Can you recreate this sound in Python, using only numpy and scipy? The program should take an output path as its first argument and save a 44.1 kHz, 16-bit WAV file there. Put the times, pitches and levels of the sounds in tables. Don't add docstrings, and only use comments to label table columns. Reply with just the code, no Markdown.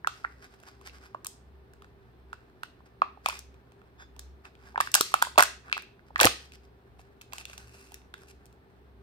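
import sys
import numpy as np
from scipy import signal
from scipy.fft import rfft, irfft, next_fast_len
from scipy.io import wavfile

SR = 44100
rng = np.random.default_rng(int(sys.argv[2]) if len(sys.argv) > 2 else 0)


def master(y):
    cut = np.clip(np.atleast_2d(y).T, -1, 1)
    pcm = np.round(cut * 32767)
    wavfile.write(sys.argv[1], SR, pcm.astype(np.int16))


def natural_amplitude(level_db):
    exponent = np.asarray(level_db, float) / 20
    return 10 ** exponent


N = 397782
RIGHT_LAG_S = 0.00022


def rms_one(x):
    return x / np.sqrt(np.mean(x ** 2) + 1e-20)


def at_hz(points, hz):
    point_hz, value = np.array(points).T
    return np.interp(np.log(np.maximum(hz, 1)), np.log(point_hz), value)


def coloured(x, spectrum):
    size = next_fast_len(x.shape[-1])
    hz = np.arange(size // 2 + 1) * SR / size
    shaped = rfft(x, size) * natural_amplitude(at_hz(spectrum, hz))
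    return irfft(shaped, size)[..., :x.shape[-1]]


def resonance(x, hz, width_hz):
    r = np.exp(-np.pi * width_hz / SR)
    b = [(1 - r * r) / 2, 0, (r * r - 1) / 2]
    a = [1, -2 * r * np.cos(2 * np.pi * hz / SR), r * r]
    return signal.lfilter(b, a, x)


def narrow(x, hz, width_hz):
    return resonance(resonance(x, hz, width_hz), hz, width_hz)


def bandpass(x, edges_hz):
    return signal.sosfilt(signal.butter(2, edges_hz, "band", fs=SR, output="sos"), x)


def highpass(x, hz):
    return signal.sosfilt(signal.butter(2, hz, "high", fs=SR, output="sos"), x)


def drift(rate_hz):
    knots = rng.standard_normal(400)
    return np.interp(np.arange(N) / SR * rate_hz, np.arange(400), knots) * np.sqrt(3 / 2)


def late(x):
    return np.roll(x, round(RIGHT_LAG_S * SR))


def placed(times_s, shapes):
    out = np.zeros(N + shapes.shape[1])
    for s, shape in zip(times_s, shapes):
        at = max(round(s * SR), 0)
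        out[at:at + len(shape)] += shape
    return out[:N]


def rise_and_die(t, rise_s, t60_s):
    shape = (1 - np.exp(-t / rise_s)) ** 2 * natural_amplitude(-60 * t / t60_s)
    return shape / shape.max(axis=-1, keepdims=True)


# pitch_hz, density_db_per_hz
AIR = [(15, -47), (25, -25), (59, -8.5), (123, -13.5), (212, -14.5), (335, -16.5), (384, -11.5),
       (545, -21.5), (734, -20), (1740, -31.5), (2300, -34), (4200, -40.5), (5400, -48), (7600, -57.5),
       (13500, -49.5), (16000, -47)]
# pitch_hz, likeness (0 to 1)
LIKENESS = [(60, 1), (240, 0.94), (950, 0.029), (3770, 0.01), (15000, 0.01)]
# pitch_hz, width_hz (each of two filters), level_db
HUM = [(119, 6.3, -66.5), (261, 11, -75.5), (392.2, 17, -67.5), (1770, 20, -80.5), (3500, 40, -92),
       (4130, 40, -92.5), (8450, 200, -97)]


def background():
    mid, side = coloured(rng.standard_normal((2, N)), AIR)
    hz, alike = np.array(LIKENESS).T
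    alike = np.clip(alike, 0, 0.98)
    mid = coloured(mid, list(zip(hz, 10 * np.log10(1 + alike))))
    side = coloured(side, list(zip(hz, 10 * np.log10(1 - alike))))
    air = natural_amplitude(-59.5) * rms_one(np.array([mid + side, mid - side]))
    for tone_hz, width_hz, level_db in HUM:
        shared = rng.standard_normal(N)
        noise = shared + 0.68 * rng.standard_normal((2, N))
        air += natural_amplitude(level_db) * rms_one(narrow(noise, tone_hz, width_hz))
    return air


# centre_s, level_db
LOUDER_MOMENTS = [(0.35, -59), (0.9, -56), (1.53, -58.5), (1.95, -61.5), (2.3, -62.5), (3.15, -59.5),
                  (3.45, -56.5), (3.9, -61.5), (4.22, -51.5), (4.7, -58), (5.25, -60), (5.55, -56.5),
                  (6.25, -54), (6.58, -57), (7.03, -59.5), (7.55, -58), (7.96, -60.5), (8.4, -62),
                  (8.92, -58)]


def low_hum(pitch_hz=65.7, floor_db=-72, moment_sigma_s=0.11, apart_rad=0.45):
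    t = np.arange(N) / SR
    level = natural_amplitude(floor_db)
    for centre_s, level_db in LOUDER_MOMENTS:
        level = level + natural_amplitude(level_db) * np.exp(-0.5 * ((t - centre_s) / moment_sigma_s) ** 2)
    phase = 2 * np.pi * np.cumsum(pitch_hz + 2.0 * drift(8.0)) / SR + [[0], [apart_rad]]
    return np.sqrt(2) * level * natural_amplitude(2.2 * drift(6.0)) * np.sin(phase)


# pitch_hz, t60_s
ROOM_T60 = [(300, 0.34), (1000, 0.28), (2500, 0.37), (6000, .33), (14000, 0.2)]
# pitch_hz, level_db
ROOM_COLOUR = [(200, -6), (600, -4.5), (1500, -5.5), (4000, 5), (9000, 0), (15000, -3)]


def room(x, level_db=-11.5, gap_s=0.0029):
    t = np.arange(int(0.5 * SR)) / SR
    edges_hz = 150 * 2 ** np.arange(0, 7.1, 0.5)
    tail = 0
    for low_hz, high_hz in zip(edges_hz, edges_hz[1:]):
        hz = np.sqrt(low_hz * high_hz)
        alike = np.clip(at_hz(LIKENESS, hz), 0, 1)
        mid, side = rng.standard_normal((2, len(t)))
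        white = np.sqrt(1 + alike) * mid + np.sqrt(1 - alike) * side * [[1], [-1]]
        band = bandpass(white, [low_hz, high_hz]) / np.sqrt(2)
        decay_db = at_hz(ROOM_COLOUR, hz) - 60 * t / at_hz(ROOM_T60, hz)
        tail = tail + band * natural_amplitude(decay_db)
    tail = tail * np.clip(t / gap_s - 1, 0, 1)
    tail = tail / np.sqrt(np.sum(tail ** 2) / 2)
    return natural_amplitude(level_db) * signal.fftconvolve(x, tail, axes=1)[:, :N]


def hump(t, start_s, length_s, edge_db=7.0, flatness=3.1):
    return -edge_db * np.abs(2 * (t - start_s) / length_s - 1) ** flatness


# start_s, length_s, rustle_db, shell_db
STROKES = [(0.105, 0.14, -61, -67), (0.15, .9, -73, -72.5), (0.425, 0.042, -60, -57.5),
           (0.505, .05, -69.5, -67), (0.665, 0.031, -61, -59), (0.854, 0.039, -54, -58),
           (0.935, .05, -61.5, -60), (1.02, .055, -59.5, -56.5), (2.335, 0.0087, -58, -75),
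           (2.638, .02, -60, -77), (2.855, .02, -72, -70), (3.268, 0.12, -46.5, -50),
           (3.995, 0.043, -70, -56.5), (4.445, 0.033, -65, -53), (4.6, 0.16, -69, -64),
           (4.815, .075, -50, -75), (4.957, 0.032, -52, -37), (5.022, 0.1, -46, -74),
           (5.142, 0.067, -48, -74), (5.384, 0.017, -27, -21), (5.64, 0.059, -70, -54),
           (5.732, .07, -54.5, -55.5), (6.065, .025, -69, -70), (6.2, 0.072, -35, -25.5),
           (6.36, .12, -58, -63), (6.53, .03, -57, -72), (6.635, .025, -68, -76), (6.99, 0.028, -62, -68),
           (7.215, .015, -69, -73), (7.335, 0.08, -49, -52.5), (7.485, 0.066, -51, -55),
           (7.57, 0.067, -59, -59), (7.68, 0.25, -58, -63), (8.158, .1, -70, -70), (8.276, .04, -58, -71)]


def strokes(hold_rustle_db=-86, hold_shell_db=-73.5):
    start_s, length_s, rustle_db, shell_db = [c[:, None] for c in np.transpose(STROKES)]
    coarse_s = np.arange(0, N / SR, 0.001)
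    shape_db = hump(coarse_s, start_s, length_s)
    gains = []
    for level_db, hold_db in ((rustle_db, hold_rustle_db), (shell_db, hold_shell_db)):
        gain = natural_amplitude(hold_db) + natural_amplitude(level_db + shape_db).sum(axis=0)
        gains.append(np.interp(np.arange(N) / SR, coarse_s, gain))
    return gains


# pitch_hz, density_db_per_hz
RUSTLE = [(1180, -31.5), (2000, -2), (4190, -10.5), (5030, -2.5), (5540, -8.5), (6420, -11.5), (14200, -22),
          (16000, -31.5)]
# pitch_hz, density_db_per_hz
TOY_RUSTLE = [(1060, -52), (1800, -22), (2120, -12), (2670, 1), (3120, -18), (4790, -8.5), (7420, -13),
              (11500, -16), (16000, -29)]
# pitch_hz, width_hz, level_db
SHELL = [(780, 140, -3), (1140, 170, -1), (1550, 260, 1), (2650, 100, -7.5)]


def rub(grains_per_s=1500.0, spread_db=4.5, flutter_db=2.5, toy_from_s=6.8):
    rustle_gain, shell_gain = strokes()
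    t = np.arange(N) / SR
    sizes = natural_amplitude(spread_db * np.minimum(rng.exponential(1, N), 5)) * rng.choice([-1, 1], N)
    grains = rms_one(sizes * (rng.random(N) < grains_per_s / SR))
    slips = 0.8 * np.array([grains, late(grains)]) + 0.6 * rng.standard_normal((2, N))
    slips *= natural_amplitude(flutter_db * drift(40.0))
    shell = 0
    for k, (hz, width_hz, level_db) in enumerate(SHELL):
        shell = shell + (-1) ** k * natural_amplitude(level_db) * resonance(slips, hz, width_hz)
    shell = shell_gain * natural_amplitude([[-1.5], [1.5]]) * rms_one(shell)
    on_foil, on_toy = rms_one(coloured(slips, RUSTLE)), rms_one(coloured(slips, TOY_RUSTLE))
    return rustle_gain * np.where(t < toy_from_s, on_foil, on_toy) + shell


# start_s, length_s, slip_rate_hz, level_db
SQUEAKS = [(3.991, 0.054, 1654, -57), (4.45, .03, 1703, -64)]
# multiple of slip rate, level_db
SQUEAK_OVERTONES = [(1, 0), (2.1, -5), (3.05, -9), (4, -11)]


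def squeaks(spread=0.08):
    t, out = np.arange(N) / SR, 0
    for start_s, length_s, slip_hz, level_db in SQUEAKS:
        noise = rng.standard_normal(N)
        bands = 0
        for multiple, overtone_db in SQUEAK_OVERTONES:
            hz = multiple * slip_hz
            bands = bands + natural_amplitude(overtone_db) * rms_one(narrow(noise, hz, spread * hz))
        out = out + bands * natural_amplitude(level_db + hump(t, start_s, length_s))
    return np.array([out, late(out)])


# start_s, level_db, pitch_hz
JOLTS = [(5.009, -22, 400), (5.385, -23, 331.7), (6.246, -25.5, 400), (6.2516, -11.5, 293),
         (6.253, -21, 110.2)]


def jolts():
    start_s, level_db, hz = [c[:, None] for c in np.transpose(JOLTS)]
    t = np.arange(4000) / SR
    push = natural_amplitude(level_db) * np.sin(2 * np.pi * hz * t) * rise_and_die(t, 0.00037, 6.7 / hz)
    push = highpass(push, 70)
    return placed(start_s[:, 0] - 0.001, push) * natural_amplitude([[1.5], [-1.5]])


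def ticks(ticks_per_s=30, most=8, over_rub_db=3.0, spread_db=3.0):
    rows = []
    for start_s, length_s, rustle_db, shell_db in STROKES:
        draw = rng.random((most, 6))
        uneven_db = over_rub_db + spread_db * (4 * draw[:, 3:] - 2)
        for (chance, place, pitch), (pop, ring, crack) in zip(draw[:, :3], uneven_db):
            if chance < ticks_per_s * length_s / most:
                levels_db = (shell_db + pop, rustle_db + ring, rustle_db + crack - 4.0)
                rows.append((start_s + place * length_s, 600 * 3.2 ** pitch, *levels_db))
    return rows


def drum_pop(t, hz, luck, t60_cycles=10.5):
    pop = np.sin(2 * np.pi * hz * t) * rise_and_die(t, 0.0013, t60_cycles / hz)
    for k, (ratio, side_db) in enumerate([(0.66, -12.5), (1.3, -9.5)]):
        side_hz = ratio * hz * (1 + 0.055 * luck[:, k:k + 1])
        side_gain = natural_amplitude(side_db + 4.3 * luck[:, k + 2:k + 3])
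        pop += side_gain * np.sin(2 * np.pi * side_hz * t) * rise_and_die(t, 0.0014, 12.0 / side_hz)
    return pop


# pitch_hz, level_db, t60_s
FOIL = [(2270, -3, 0.0059), (2656, -0.5, .008), (3240, -1.5, 0.0055), (3690, -2, 0.0041), (4280, 0, 0.0032)]


def foil_ring(t, sharpness_db, luck, sign, reach_db=24.0):
    octaves = 0.006 * sharpness_db + 0.05 * luck[:, -1:]
    centre_hz = np.clip(2950 * 2 ** octaves, FOIL[0][0], FOIL[-1][0])
    facing = rng.standard_normal((len(luck), len(FOIL)))
    ring = 0
    for k, (mode_hz, level_db, t60_s) in enumerate(FOIL):
        off_db = reach_db * np.abs(np.log(mode_hz / centre_hz))
        gain = natural_amplitude(level_db - off_db + 2.3 * facing[:, k:k + 1]) * rise_and_die(t, 0.00017, t60_s)
        hz = mode_hz * (1 + 0.035 * luck[:, 4 + k:5 + k])
        ring = ring + gain * np.sin(2 * np.pi * hz * t + sign * 0.61 * k)
    return ring


# start_s, drum_hz, pop_db, ring_db, crack_db
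SNAPS = [(0.0462, 1630, -22, -54, -63), (0.0726, 1330, -11, -21, -27), (0.2434, 1350, -24.5, -53, -58),
         (0.2478, 1430, -17, -41, -59.5), (0.5391, 1530, -50, -50.5, -59), (0.6008, 795, -59, -54, -54),
         (0.6296, 640, -52, -59, -56), (0.635, 1520, -44.5, -49.5, -55), (0.813, 1090, -45, -52, -54),
         (0.8967, 510, -54.5, -41, -58), (1.1466, 1076, -24.5, -49.5, -58.5), (1.2465, 1160, -40, -45, -32),
         (1.259, 1240, -38, -38, -45.5), (1.2677, 1140, -41, -42, -24.5), (1.7353, 1600, -48, -56, -53),
         (1.8215, 1230, -42.5, -51.5, -54.5), (1.8447, 1520, -44.5, -51, -59),
         (2.33, 1420, -26.5, -39, -48), (2.6331, 1475, -23.5, -29, -37), (2.8047, 1030, -49, -70, -77.5),
         (3.019, 1170, -6, -25.5, -43.5), (3.1735, 817, -41, -64, -79), (3.2603, 1187, -14, -15, -24),
         (3.2864, 1020, -20.5, -30, -23.5), (3.2984, 1306, -29, -24, -40),
         (3.3049, 1380, -30, -40.5, -40.5), (3.3276, 1100, -32, -46.5, -50.5), (3.391, 1223, -48, -45, -33),
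         (3.543, 1000, -59, -55, -64), (3.7205, 780, -53.5, -54, -59), (3.8167, 1330, -48, -58, -68.5),
         (3.999, 1580, -45.5, -55, -65), (4.1644, 950, -48, -51, -53.5), (4.1932, 1700, -42, -39.5, -32.5),
         (4.4535, 1403, -47, -38, -50.5), (4.553, 1400, -58, -48, -59.5), (4.7454, 849, -37, -67, -69),
         (4.7584, 1640, -20.5, -52, -58), (4.7776, 923, -16, -29.5, -44), (4.8033, 1165, -9.5, -19, -27),
         (4.8087, 1820, -13, -22.5, -20.5), (4.873, 1594, -24, -37, -45), (4.9169, 1888, -47.5, -52, -30.5),
         (4.9406, 1610, -23, -13.5, -13), (4.9427, 1710, -19.5, -13, -10), (4.951, 947, -18.5, -15.5, -7),
         (4.9549, 1550, -11, -20.5, -19), (5.0095, 1270, -13, -18.5, -10), (5.119, 1138, -38.5, -53, -43),
         (5.1405, 1280, -5.5, -15.5, -19), (5.2188, 1440, -25, -34.5, -36.5), (5.2238, 1484, -7, -19, -15),
         (5.2495, 1611, -26.5, -31, -39), (5.2693, 1017, -27, -48, -49), (5.3583, 938, -36, -41, -51.5),
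         (5.3786, 1160, -5, -11, -20), (5.3834, 960, -8, -10, -11), (5.3884, 1295, -6.5, -15, -21.5),
         (5.3939, 1510, -5.5, -16, -21.5), (5.3987, 1100, -12, -20, -23), (5.4055, 1100, -7.5, -13, -14),
         (5.4247, 1540, -5.5, -13.5, -12.5), (5.4347, 1370, -16.5, -29, -18), (5.6981, 1656, -36, -40, -54),
         (5.7155, 1595, -33, -41, -51), (5.7276, 1313, -22, -10.5, -29.5), (5.7672, 1243, -27, -46, -48.5),
         (5.7776, 1569, -22.5, -40, -39), (5.8221, 1690, -41.5, -52, -46), (5.9931, 1580, -47, -59, -76.5),
         (6.1052, 882, -40.5, -69.5, -73), (6.1593, 1900, -14.5, -22.5, -43),
         (6.1796, 1680, -34, -43, -38.5), (6.194, 1169, -16, -24.5, -34.5),
         (6.2017, 1013, -15.5, -6.5, -18.5), (6.2112, 1640, -6.5, -17.5, -10.5),
         (6.2152, 632, -14, -13, -20.5), (6.2175, 607, -12.5, -19, -21), (6.2314, 1920, -12.5, -10.5, -13),
         (6.241, 773, -13, -16, -25), (6.246, 1904, -6, -10, -12.5), (6.2539, 521.6, -12, -17, -7),
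         (6.2646, 792, -13.5, -12.5, -18), (6.2706, 1242, -9.5, -10, -19), (6.521, 1850, -55, -40, -47.5),
         (6.994, 794, -45.5, -51.5, -60.5), (7.2131, 820, -56.5, -39.5, -45),
         (7.2166, 1370, -50, -43.5, -43), (7.3244, 780, -45, -39, -54), (7.3334, 1065, -31.5, -30.5, -31.5),
         (7.3829, 850, -44, -31, -34.5), (7.4114, 1230, -54, -37, -47.5), (7.454, 1505, -45, -29, -35.5),
         (7.5323, 1590, -41, -38.5, -43), (7.579, 780, -46.5, -35, -37), (7.92, 840, -44, -45, -44.5),
         (7.9427, 1920, -41.5, -43, -35), (8.0177, 820, -57, -54, -67.5), (8.1401, 1540, -31.5, -36, -44),
         (8.4563, 505, -58, -55.5, -48), (8.4644, 750, -60.5, -58, -54), (8.527, 900, -61.5, -61.5, -59.5)]


def snaps(crack_t60_s=0.011, crack_lean_db=2.0, pop_lean_db=-4.0, crack_alike=0.5, pop_lag_s=0.00023):
    start_s, hz, pop_db, ring_db, crack_db = [c[:, None] for c in np.transpose(SNAPS + ticks())]
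    start_s, t = start_s[:, 0] - 0.0006, np.arange(1200) / SR
    luck = rng.standard_normal((len(start_s), 10))
    pop = natural_amplitude(pop_db - 0.1) * drum_pop(t, hz, luck)
    sharpness_db = crack_db - ring_db
    top_db = np.clip(0.6 * sharpness_db - 5.5, -24, -5)
    shared = rng.standard_normal((len(start_s), len(t)))
    sides = []
    for sign, drum_s, edge_s in ((1.0, 0, 0), (-0.85, pop_lag_s, RIGHT_LAG_S), (0.33, 0, 0)):
        ring = foil_ring(t, sharpness_db, luck, sign)
        own = rng.standard_normal(shared.shape)
        hiss = np.sqrt(crack_alike) * shared + np.sqrt(1 - crack_alike) * own
        hiss = hiss * rise_and_die(t, 0.00047, crack_t60_s)
        crack = bandpass(hiss, [4000, 8500]) - natural_amplitude(top_db) * highpass(hiss, 8500)
        bright = natural_amplitude(ring_db + 0.6) * ring + natural_amplitude(crack_db + 0.5) * crack
        bright *= natural_amplitude(sign * crack_lean_db / 2)
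        pop_side = pop * natural_amplitude(sign * pop_lean_db / 2)
        sides.append(placed(start_s + drum_s, pop_side) + placed(start_s + edge_s, bright))
    return np.array(sides)


def scene():
    left, right, away = snaps()
    near = np.array([left, right]) + jolts() + rub() + squeaks()
    walls = sum(room(x[None]) for x in (near[0], near[1], away)) / np.sqrt(3)
    left, right = background() + low_hum()
    return near + walls + np.array([left, late(right)])


def low_pass(x):
    return signal.sosfilt(signal.butter(12, 16470, fs=SR, output="sos"), x)


def record(dry):
    heard = signal.sosfilt(signal.butter(8, 15300, fs=SR, output="sos"), dry)
    mix = np.clip(heard, -1, 1)
    return low_pass(mix)


dry = scene()
out = record(dry)
master(out)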